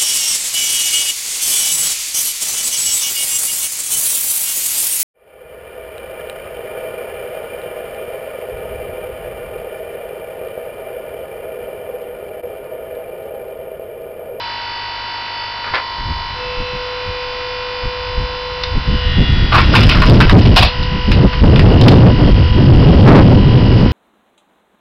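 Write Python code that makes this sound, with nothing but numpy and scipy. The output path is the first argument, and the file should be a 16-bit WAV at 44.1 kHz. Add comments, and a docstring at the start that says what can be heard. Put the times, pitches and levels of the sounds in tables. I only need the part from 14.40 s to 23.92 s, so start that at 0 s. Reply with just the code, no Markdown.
"""First comes the steady whine of an electric log splitter's oil pump, running in a wooden shed.
A lever clacks, oil flows to the ram, the pipes sing, and the motor slows as it pushes on the log.
The log tears apart in a string of crunches and two sharp cracks, and the motor picks up again.
Meanwhile, rising wind buffets a small microphone with little treble and overloads it."""
import sys
import numpy as np
from scipy import signal
from scipy.fft import rfft, irfft, next_fast_len
from scipy.io import wavfile
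from scipy.ndimage import map_coordinates

SR = 44100
rng = np.random.default_rng(int(sys.argv[2]) if len(sys.argv) > 2 else 0)


def master(y):
    """Save y as 16-bit WAV."""
    cut = np.clip(np.atleast_2d(y).T, -1, 1)
    pcm = np.round(cut * 32767)  # scale
    wavfile.write(sys.argv[1], SR, pcm.astype(np.int16))


N = 419832


def amp(db):
    """Turns decibels into a number to multiply by."""
    return 10 ** (np.asarray(db) / 20)


def unit(x):
    """Scales a signal to an average (rms) level of 1."""
    return x / np.sqrt(np.mean(x ** 2) + 1e-20)


def along(points, hz):
    """Reads between (frequency, value) points, spaced the way we hear pitch."""
    f, v = np.transpose(points)
    return np.interp(np.log(hz + 1), np.log(f + 1), v)


def curve(rows):
    """Joins (time, value) points with straight lines, one value per sample."""
    return np.interp(np.arange(N) / SR, *np.transpose(rows))


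def wobble(rate):
    """A smooth random curve through `rate` points a second."""
    knots = rng.standard_normal(int(N * rate / SR) + 4)
    coarse = np.arange(0, N + 64, 64)
    return np.interp(np.arange(N), coarse, map_coordinates(knots, [coarse * rate / SR]))


def filtered(x, response):
    """Turns each frequency of x up or down by response(frequency)."""
    size = next_fast_len(len(x) + SR // 5)
    return irfft(rfft(x, size) * response(np.fft.rfftfreq(size, 1 / SR)), size)[:len(x)]


def noise(spectrum):
    """Noise with the given balance of lows and highs, at an average level of 1."""
    return unit(filtered(rng.standard_normal(N), lambda hz: amp(along(spectrum, hz))))


# The motor's shaft slows under load (time [s], speed [turns per second])
SHAFT_SPEED = [(0, 49.825), (1.9, 49.825), (2.05, 49.785), (4.4, 49.785), (4.6, 49.5), (4.9, 48.76),
               (5.1, 48.42), (5.3, 48.5), (5.55, 49.5), (6.3, 49.64), (8, 49.69), (9.52, 49.73)]

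def shaft_turns(jitter=.00006, strain_jitter=.0002):
    """Counts the turns so far; a straining shaft runs less evenly, which roughens the whine."""
    return np.cumsum(curve(SHAFT_SPEED)) / SR + (jitter + strain_jitter * lost_speed()) * wobble(60)


def lost_speed():
    """Turns per second that the load takes from the shaft."""
    speed = curve(SHAFT_SPEED)
    return speed.max() - speed


def pressure(full_loss=0.56):
    """Oil pressure from 0 to 1; it is full once the shaft has lost full_loss turns per second."""
    return np.minimum(lost_speed() / full_loss, 1) ** 0.41


# The pump's strong tones (pitch [cycles per turn], relative level unloaded [dB], at full pressure [dB])
STRONG_TONES = [(10, -53, -44), (18, -37, -49), (19, -29, -47), (20, -44, -44), (21, -42, -43),
                (22, -43, -43), (30, -46, -37), (38, -56, -34), (39, -38, -45), (40, -44, -40),
                (42, -56, -38), (58, -46, -44), (59, -55, -40), (60, -36, -41), (61, -50, -38),
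                (62, -46, -41), (63, -50, -43), (69, -61, -37), (70, -40, -41), (71, -44, -39),
                (80, -44, -35), (81, -38, -43), (90, -44, -42), (91, -38, -53), (92, -42, -55),
                (100, -43, -38)]
# Outline of its weak tones (pitch [cycles per turn], relative level unloaded [dB], at full pressure [dB])
WEAK_TONES = [(0.996, -53, -47), (1.97, -46, -47), (3, -63, -64.5), (14.3, -53, -50.5), (42, -51, -48.5),
              (57.4, -50, -46), (68, -59.5, -47.5), (83, -58, -51.5), (108.5, -52, -54), (108, -57, -53)]

def pump(turns, whine_db=-2.0, buzz_db=0.06, cluster_db=2.0, scatter_db=1.67, teeth=10, count=124):
    """The gear teeth pulse in the same pattern every turn: a few strong tones among many weak ones."""
    multiples, weak, strong = np.arange(count), np.transpose(WEAK_TONES), np.transpose(STRONG_TONES)
    strong_multiples, silent_db = strong[0].astype(int), -120.
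    strong_db = np.full((2, count), silent_db)
    strong_db[:, strong_multiples] = strong[1:]
    weak_db = np.array([np.interp(multiples, weak[0], db) for db in weak[1:]])
    # weak tones crowd round the multiples of the rate at which the teeth meet
    weak_db += cluster_db * np.cos(2 * np.pi * (multiples - .5) / teeth) * multiples / multiples.mean()
    weak_db += scatter_db * rng.standard_normal((2, count))
    weak_db[:, np.r_[0, strong_multiples]] = silent_db
    whine = thin_whine(shaft_tones(turns, strong_db))
    return amp(whine_db) * whine + amp(buzz_db) * shaft_tones(turns, weak_db)


def shaft_tones(turns, levels_db, flutter=0.22, size=32768, steps=5):
    """Tones at multiples of the shaft speed slide from unloaded to loaded levels as pressure builds."""
    free_db, loaded_db = levels_db
    count = len(free_db)
    # build one turn of the wave for each pressure step, then blend the two nearest steps
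    level_db = free_db + np.linspace(0, 1, steps)[:, None] * (loaded_db - free_db)
    step = pressure() * (steps - 1)
    lower = np.minimum(step.astype(int), steps - 2)
    place = lower * size + (turns % 1 * size).astype(int) % size
    # the low tones stand firm; the high ones drift a little as the oil churns
    phases = np.exp(2j * np.pi * rng.random((3, count)))
    phases[1:] *= np.sqrt(np.arange(count) / count)
    out = np.zeros(N)
    for phase, drift in zip(phases, [1, flutter * wobble(3), flutter * wobble(11)]):
        waves = irfft(amp(level_db) * phase, size).ravel() * size / np.sqrt(2)
        below, above = waves[place], waves[place + size]
        out += drift * (below + (step - lower) * (above - below))
    return out


def thin_whine(whine, start_s=5.2, length_s=0.42, centre_hz=3730, width_hz=950, fade_db=-7):
    """One high band of the whine gets quieter as the log opens."""
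    opened = curve([(start_s, 0), (start_s + length_s, 1)])
    band = filtered(whine, lambda hz: np.abs(hz - centre_hz) < width_hz / 2)
    return whine - opened * (1 - amp(fade_db)) * band


# The tone colour of the gears' tick (frequency [Hz], relative level [dB])
TICK_COLOUR = [(600, -20), (1500, -1.5), (2000, 1), (2900, -1), (3500, -9), (5000, -5), (6200, -13)]

def gear_rattle(turns, db=-26.5, decay_turns=0.081, loaded_db=-6, uneven_db=2):
    """Slack between the gears ticks once a turn; pressure takes up the slack and quiets it."""
    level = amp(db + loaded_db * pressure() + uneven_db * wobble(30))
    return level * np.exp(-(turns % 1) / decay_turns) * noise(TICK_COLOUR)


# The tone colour of rushing air and oil (frequency [Hz], relative level [dB])
FAN_COLOUR = [(30, 0), (100, -4), (200, -9), (450, -2.5), (900, 1), (1150, -2), (1370, 3.5), (1700, -3),
              (2900, -6), (3600, -12.5), (5000, -10.5), (6200, -13)]

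def fan(idle_db=-33.9, db_per_lost_speed=2.0):
    """Cooling air and oil rush steadily, louder as the shaft is dragged down."""
    return amp(idle_db + db_per_lost_speed * lost_speed()) * noise(FAN_COLOUR)


# Knocks of the lever and ram (time [s], relative level [dB], rattle length [s], centre pitch [Hz])
LEVER_KNOCKS = [(1.243, -25.5, 0.056, 1480), (1.337, -12, 0.0087, 1290), (1.346, -14.5, 0.028, 2110),
                (1.375, -22.5, 0.028, 1200), (4.236, -11.5, 0.0071, 4520)]
# The notes at which the steel frame rings (pitch [Hz], width [Hz], relative level [dB])
STEEL_NOTES = [(515, 390, 5.5), (1027, 22, 10.5), (1384, 65, 4), (1980, 70, -3.5), (2440, 76, -4.5),
               (3680, 110, -8), (4480, 110, -27), (4730, 71, -22)]

def lever_and_ram():
    """The control lever and the ram knock, and the steel frame rings."""
    knocks = bursts(LEVER_KNOCKS, STEEL_NOTES, snaps_per_s=2700, spread=0.53, click_db=-7.5, echo_db=-7.5)
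    return amp(-2.5) * knocks


def bursts(events, notes, snaps_per_s, spread, click_db, echo_db):
    """Each event is a quick run of snaps that makes an object ring and echoes in the shed."""
    out, t = np.zeros(N + SR), np.arange(SR // 2) / SR
    for start_s, db, length_s, centre_hz in events:
        snaps = (rng.random(len(t)) < snaps_per_s / SR) * rng.standard_normal(len(t))
        snaps[0] = 1  # the first snap sets off the rest
        snaps *= np.exp(-(t / length_s) ** 2)
        # big parts knock low and hollow, small ones snap high and broad
        width_hz = spread * centre_hz * np.sqrt(centre_hz / 2000)
        direct = filtered(snaps, lambda hz: body(hz, notes, click_db) * ring(hz, centre_hz, width_hz))
        direct *= np.sqrt(length_s * SR) / np.linalg.norm(direct)
        echo = signal.fftconvolve(direct, shed_echo())[:len(t)]
        out[round(start_s * SR):][:len(t)] += amp(db) * (direct + amp(echo_db) * echo)
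    return out[:N]


def ring(hz, centre_hz, width_hz):
    """A resonance: it favours frequencies near its centre, and rings longer the narrower it is."""
    return 1j * hz * width_hz / (centre_hz ** 2 - hz * hz + 1j * hz * width_hz)


def body(hz, notes, click_db):
    """How an object answers a tap: its ringing notes on top of a plain click."""
    return amp(click_db) + sum(amp(db) * ring(hz, centre, width) for centre, width, db in notes)


# How long the shed echoes (frequency [Hz], time to fade by 60 dB [s])
ECHO_TIMES = [(200, 0.23), (1200, 0.2), (3000, 0.28), (6000, .2)]

def shed_echo():
    """A fresh echo of the shed; each frequency dies away at its own speed."""
    hz, t, spectrum = signal.stft(rng.standard_normal(SR // 2), SR, nperseg=256)
    fade = amp(-60 * t / along(ECHO_TIMES, hz)[:, None])
    tail = signal.istft(spectrum * fade, SR, nperseg=256)[1][:SR // 2]
    return tail / np.linalg.norm(tail)


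# The tone colour of large, slow swirls of air (frequency [Hz], relative level [dB])
RUMBLE_COLOUR = [(5, -17.5), (16, -2.5), (45, 1), (85, -2.5), (160, -16.5), (300, -43.5), (600, -60)]
# The tone colour of small, quick swirls (frequency [Hz], relative level [dB])
SWIRL_COLOUR = [(15, -25.5), (50, -9.5), (110, 0.5), (200, -6), (350, -15.5), (700, -33), (1500, -49.5)]
# The tone colour of the finest swirls, in the hardest gusts (frequency [Hz], relative level [dB])
FINE_COLOUR = [(60, -16.5), (250, -1), (500, -8), (1200, -22), (4000, -45)]

def wind(rumble_limit_db=-10, swirl_growth=1.515, fine_growth=2.54):
    """Light gusts only rumble; strong ones add ever smaller swirls, which grow faster."""
    force_db = wind_force_db()
    rumble = amp(-1 + np.minimum(force_db, rumble_limit_db) + 2.1 * wobble(15)) * noise(RUMBLE_COLOUR)
    swirls = amp(-1 + swirl_growth * force_db + 2.5 * wobble(25)) * noise(SWIRL_COLOUR)
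    fine = amp(-12.5 + fine_growth * force_db + 4 * wobble(45)) * noise(FINE_COLOUR)
    return rumble + swirls + fine


# The breeze at the microphone picks up (time [s], strength [dB])
BREEZE_STRENGTH = [(0, -51), (1.48, -49), (1.65, -27.5), (2.3, -38), (3.3, -38), (3.6, -33), (4.1, -29),
                   (4.7, -19.5), (5.6, -6.5), (6.3, -26.5), (6.95, -16.5), (7.3, -10), (9.52, -9.5)]
# Gusts on top of the breeze (start [s], hold [s], strength [dB])
WIND_GUSTS = [(1.311, 0.018, -29), (1.597, .02, -23), (1.667, .05, -20.5), (2.056, 0.089, -28),
              (2.2, 0.025, -20), (2.334, 0.042, -25), (2.672, 0.037, -25.5), (3.451, .02, -17.5),
              (3.781, 0.045, -18), (4.359, 0.02, -14), (4.498, 0.047, -10.5), (4.783, 0.046, -7),
              (4.884, .17, -13), (5.158, 0.033, -6.5), (5.297, .18, -5.5), (5.685, 0.19, -4),
              (5.929, 0.076, -1), (6.048, 0.096, -3.5), (6.201, 0.058, -8.5), (6.366, .23, -16.5),
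              (6.684, .08, -9), (6.771, 0.083, -2), (7.039, 0.33, -1.5), (7.417, 0.28, 0.5),
              (7.794, .1, -3), (7.973, 0.044, -7), (8.162, 1.3, -5), (8.374, .58, -5), (8.671, .13, 2)]

def wind_force_db(rise_db_per_s=479.5, fall_db_per_s=379):
    """The breeze plus its gusts: each gust rises fast, holds and falls away."""
    t = np.arange(0, N, 64) / SR
    power = amp(np.interp(t, *np.transpose(BREEZE_STRENGTH))) ** 2
    for start_s, hold_s, db in WIND_GUSTS:
        before_s, after_s = np.maximum(start_s - t, 0), np.maximum(t - start_s - hold_s, 0)
        power += amp(db - rise_db_per_s * before_s - fall_db_per_s * after_s) ** 2
    return curve(np.c_[t, 10 * np.log10(power)])


# The whine dips near 2.7 kHz after the lever clacks, then a squeal climbs under load
# (time [s], pitch [Hz], cut or boost [dB])
DIP_AND_SQUEAL = [(1.33, 2680, 2), (1.42, 2680, -5), (1.9, 2660, -2), (2.02, 2700, 0), (3.2, 2500, 1.5),
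                  (4.35, 2550, 0.5), (4.53, 3000, 5), (4.68, 3060, 6), (4.83, 3410, 6.5), (5.0, 3290, 5),
                  (5.2, 3200, 3.5)]

def dip_and_squeal(machine, width_hz=170, lower_ratio=.58):
    """Two narrow bands of the machine's sound dip briefly, then grow and glide up into a squeal."""
    hz, t, spectrum = signal.stft(machine, SR, nperseg=1024)
    times, pitches_hz, changes_db = np.transpose(DIP_AND_SQUEAL)
    centre_hz = np.interp(t, times, pitches_hz)
    bump = lambda peak_hz: np.exp(-((hz[:, None] - peak_hz) / width_hz) ** 2)
    gain_db = np.interp(t, times, changes_db) * (bump(centre_hz) + .5 * bump(lower_ratio * centre_hz))
    return signal.istft(spectrum * amp(gain_db), SR, nperseg=1024)[1][:N]


# Pipes and frame sing while oil flows to the ram (start [s], length [s], natural pitch [Hz], level [dB])
PIPE_NOTES = [(1.351, 3.7, 995, -41.5), (1.386, 3.3, 1060, -36), (1.986, 2.355, 498, -29.5),
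              (1.996, 0.36, 2656, -36.5), (2.095, 2.9, 2735, -44.5), (2.604, 1, 2440, -44),
              (2.997, 1, 2554, -41), (4.446, 0.29, 498, -30.5), (4.52, 0.42, 2883, -29.5),
              (4.762, 4.75, 2908, -36), (5.598, 3.92, 1010, -32.5), (6.209, 3.8, 500, -34),
              (6.206, 2.9, 2818, -40), (6.199, 3.32, 2670, -39.5), (6.205, 0.39, 1045, -35.5),
              (6.2, 2, 3030, -43.5), (7.799, 1.4, 3230, -39.5)]

def singing_pipes(turns, fade_s=0.1, waver_db_per_khz=0.69):
    """Each note swells, holds and dies on the nearest multiple of the shaft speed; high ones waver more."""
    out, t, shaft_hz = np.zeros(N), np.arange(N) / SR, np.median(curve(SHAFT_SPEED))
    for start_s, length_s, hz, db in PIPE_NOTES:
        swell = np.clip(np.minimum(t - start_s, start_s + length_s - t) / fade_s + .5, 0, 1)
        on = swell > 0
        waver_db = waver_db_per_khz * hz / 1000 * wobble(9)[on]
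        tone = np.sqrt(2) * np.sin(2 * np.pi * (np.round(hz / shaft_hz) * turns[on] + rng.random()))
        out[on] += swell[on] * amp(db + waver_db) * tone
    return out


# The notes at which the log rings (pitch [Hz], width [Hz], relative level [dB])
LOG_NOTES = [(604, 160, 4.5), (1025, 420, 5), (1380, 30, 4.5), (2470, 480, -6.5), (2810, 480, -3.5),
             (3560, 460, -9.5), (4200, 250, -5.5), (4950, 500, -4)]
# Fibres tearing between the cracks (time [s], level [dB])
TEARING_LEVEL = [(0, -91.5), (5.08, -67.5), (5.14, -23.5), (5.3, -18), (5.4, -19), (5.7, -19.5),
                 (5.95, -24.5), (6.25, -25.5), (6.4, -70.5)]

def tearing_fibres(snaps_per_s=700, clump_db=4):
    """Clumps of tiny fibre snaps crackle through the log while the split opens."""
    snaps = (rng.random(N) < snaps_per_s / SR) * rng.standard_normal(N)
    snaps *= amp(clump_db * wobble(30))
    direct = filtered(snaps, lambda hz: body(hz, LOG_NOTES, click_db=-5.5))
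    echo = signal.fftconvolve(direct, shed_echo())[:N]
    return amp(curve(TEARING_LEVEL)) * unit(direct + echo)


# The wood gives way (time [s], relative level [dB], tear length [s], centre pitch [Hz])
WOOD_CRACKS = [(5.121, -9, 0.072, 1330), (5.146, -4, 0.037, 1106), (5.18, -9, 0.036, 1870),
               (5.338, -5.5, 0.014, 1360), (5.352, 1.5, 0.017, 1980), (5.385, -12, 0.024, 2040),
               (5.430, -11.5, 0.0095, 2370), (5.492, -8.5, 0.042, 2370), (5.548, -13, 0.047, 1500),
               (5.620, -5.5, 0.02, 1340), (5.694, -11.5, 0.0098, 3810), (5.804, 0, .016, 1600),
               (5.895, -4.5, 0.021, 1680), (6.056, -15, 0.0092, 3120), (6.162, 3, 0.023, 3020),
               (6.166, -3.5, 0.023, 753), (6.225, 1.5, 0.011, 4030), (6.226, -3.5, 0.011, 836),
               (6.258, -17, 0.012, 4300), (6.43, -18, 0.0087, 4570), (6.714, -4.5, .007, 2710),
               (6.929, -17, .015, 1870), (7.160, -9.5, 0.0051, 2465), (7.194, -4, 0.0043, 1900),
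               (7.411, -8, 0.0068, 3300), (7.44, -12.5, 0.0054, 3120), (7.482, 1, 0.0049, 3270)]

def cracking_log():
    """The wood gives way in crunches and cracks that make the log ring."""
    cracks = bursts(WOOD_CRACKS, LOG_NOTES, snaps_per_s=2400, spread=0.59, click_db=-2.5, echo_db=-4.5)
    return amp(-5) * cracks


def scene():
    """Adds up the machine, the splitting log, the lever and the wind in one channel."""
    turns = shaft_turns()
    machine = dip_and_squeal(pump(turns) + gear_rattle(turns) + fan()) + singing_pipes(turns)
    wood, steel = cracking_log(), lever_and_ram()
    return (machine + wood + tearing_fibres() + steel + wind())[None]


# The microphone loses the high sounds (frequency [Hz], gain [dB])
MIC_TREBLE = [(5000, 1), (5500, -7), (5900, -16), (6200, -26), (6450, -65.5), (7000, -110)]

def record(dry, bass_cut_hz=2, clip_level=.715, top_hz=16200):
    """The microphone overloads and cuts the treble; flattened peaks sag, and overshoots clip again."""
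    overloaded = overload(dry[0], top=0.64, hardness=14)
    narrow = filtered(overloaded, lambda hz: amp(along(MIC_TREBLE, hz)) * 1j * hz / (1j * hz + bass_cut_hz))
    clipped = np.clip(narrow, -clip_level, clip_level)
    return filtered(clipped, lambda hz: hz < top_hz)[None]


def overload(x, top, hardness):
    """Flattens every peak that reaches past the top."""
    return x / (1 + np.abs(x / top) ** hardness) ** (1 / hardness)


dry = scene()
out = record(dry)
master(out)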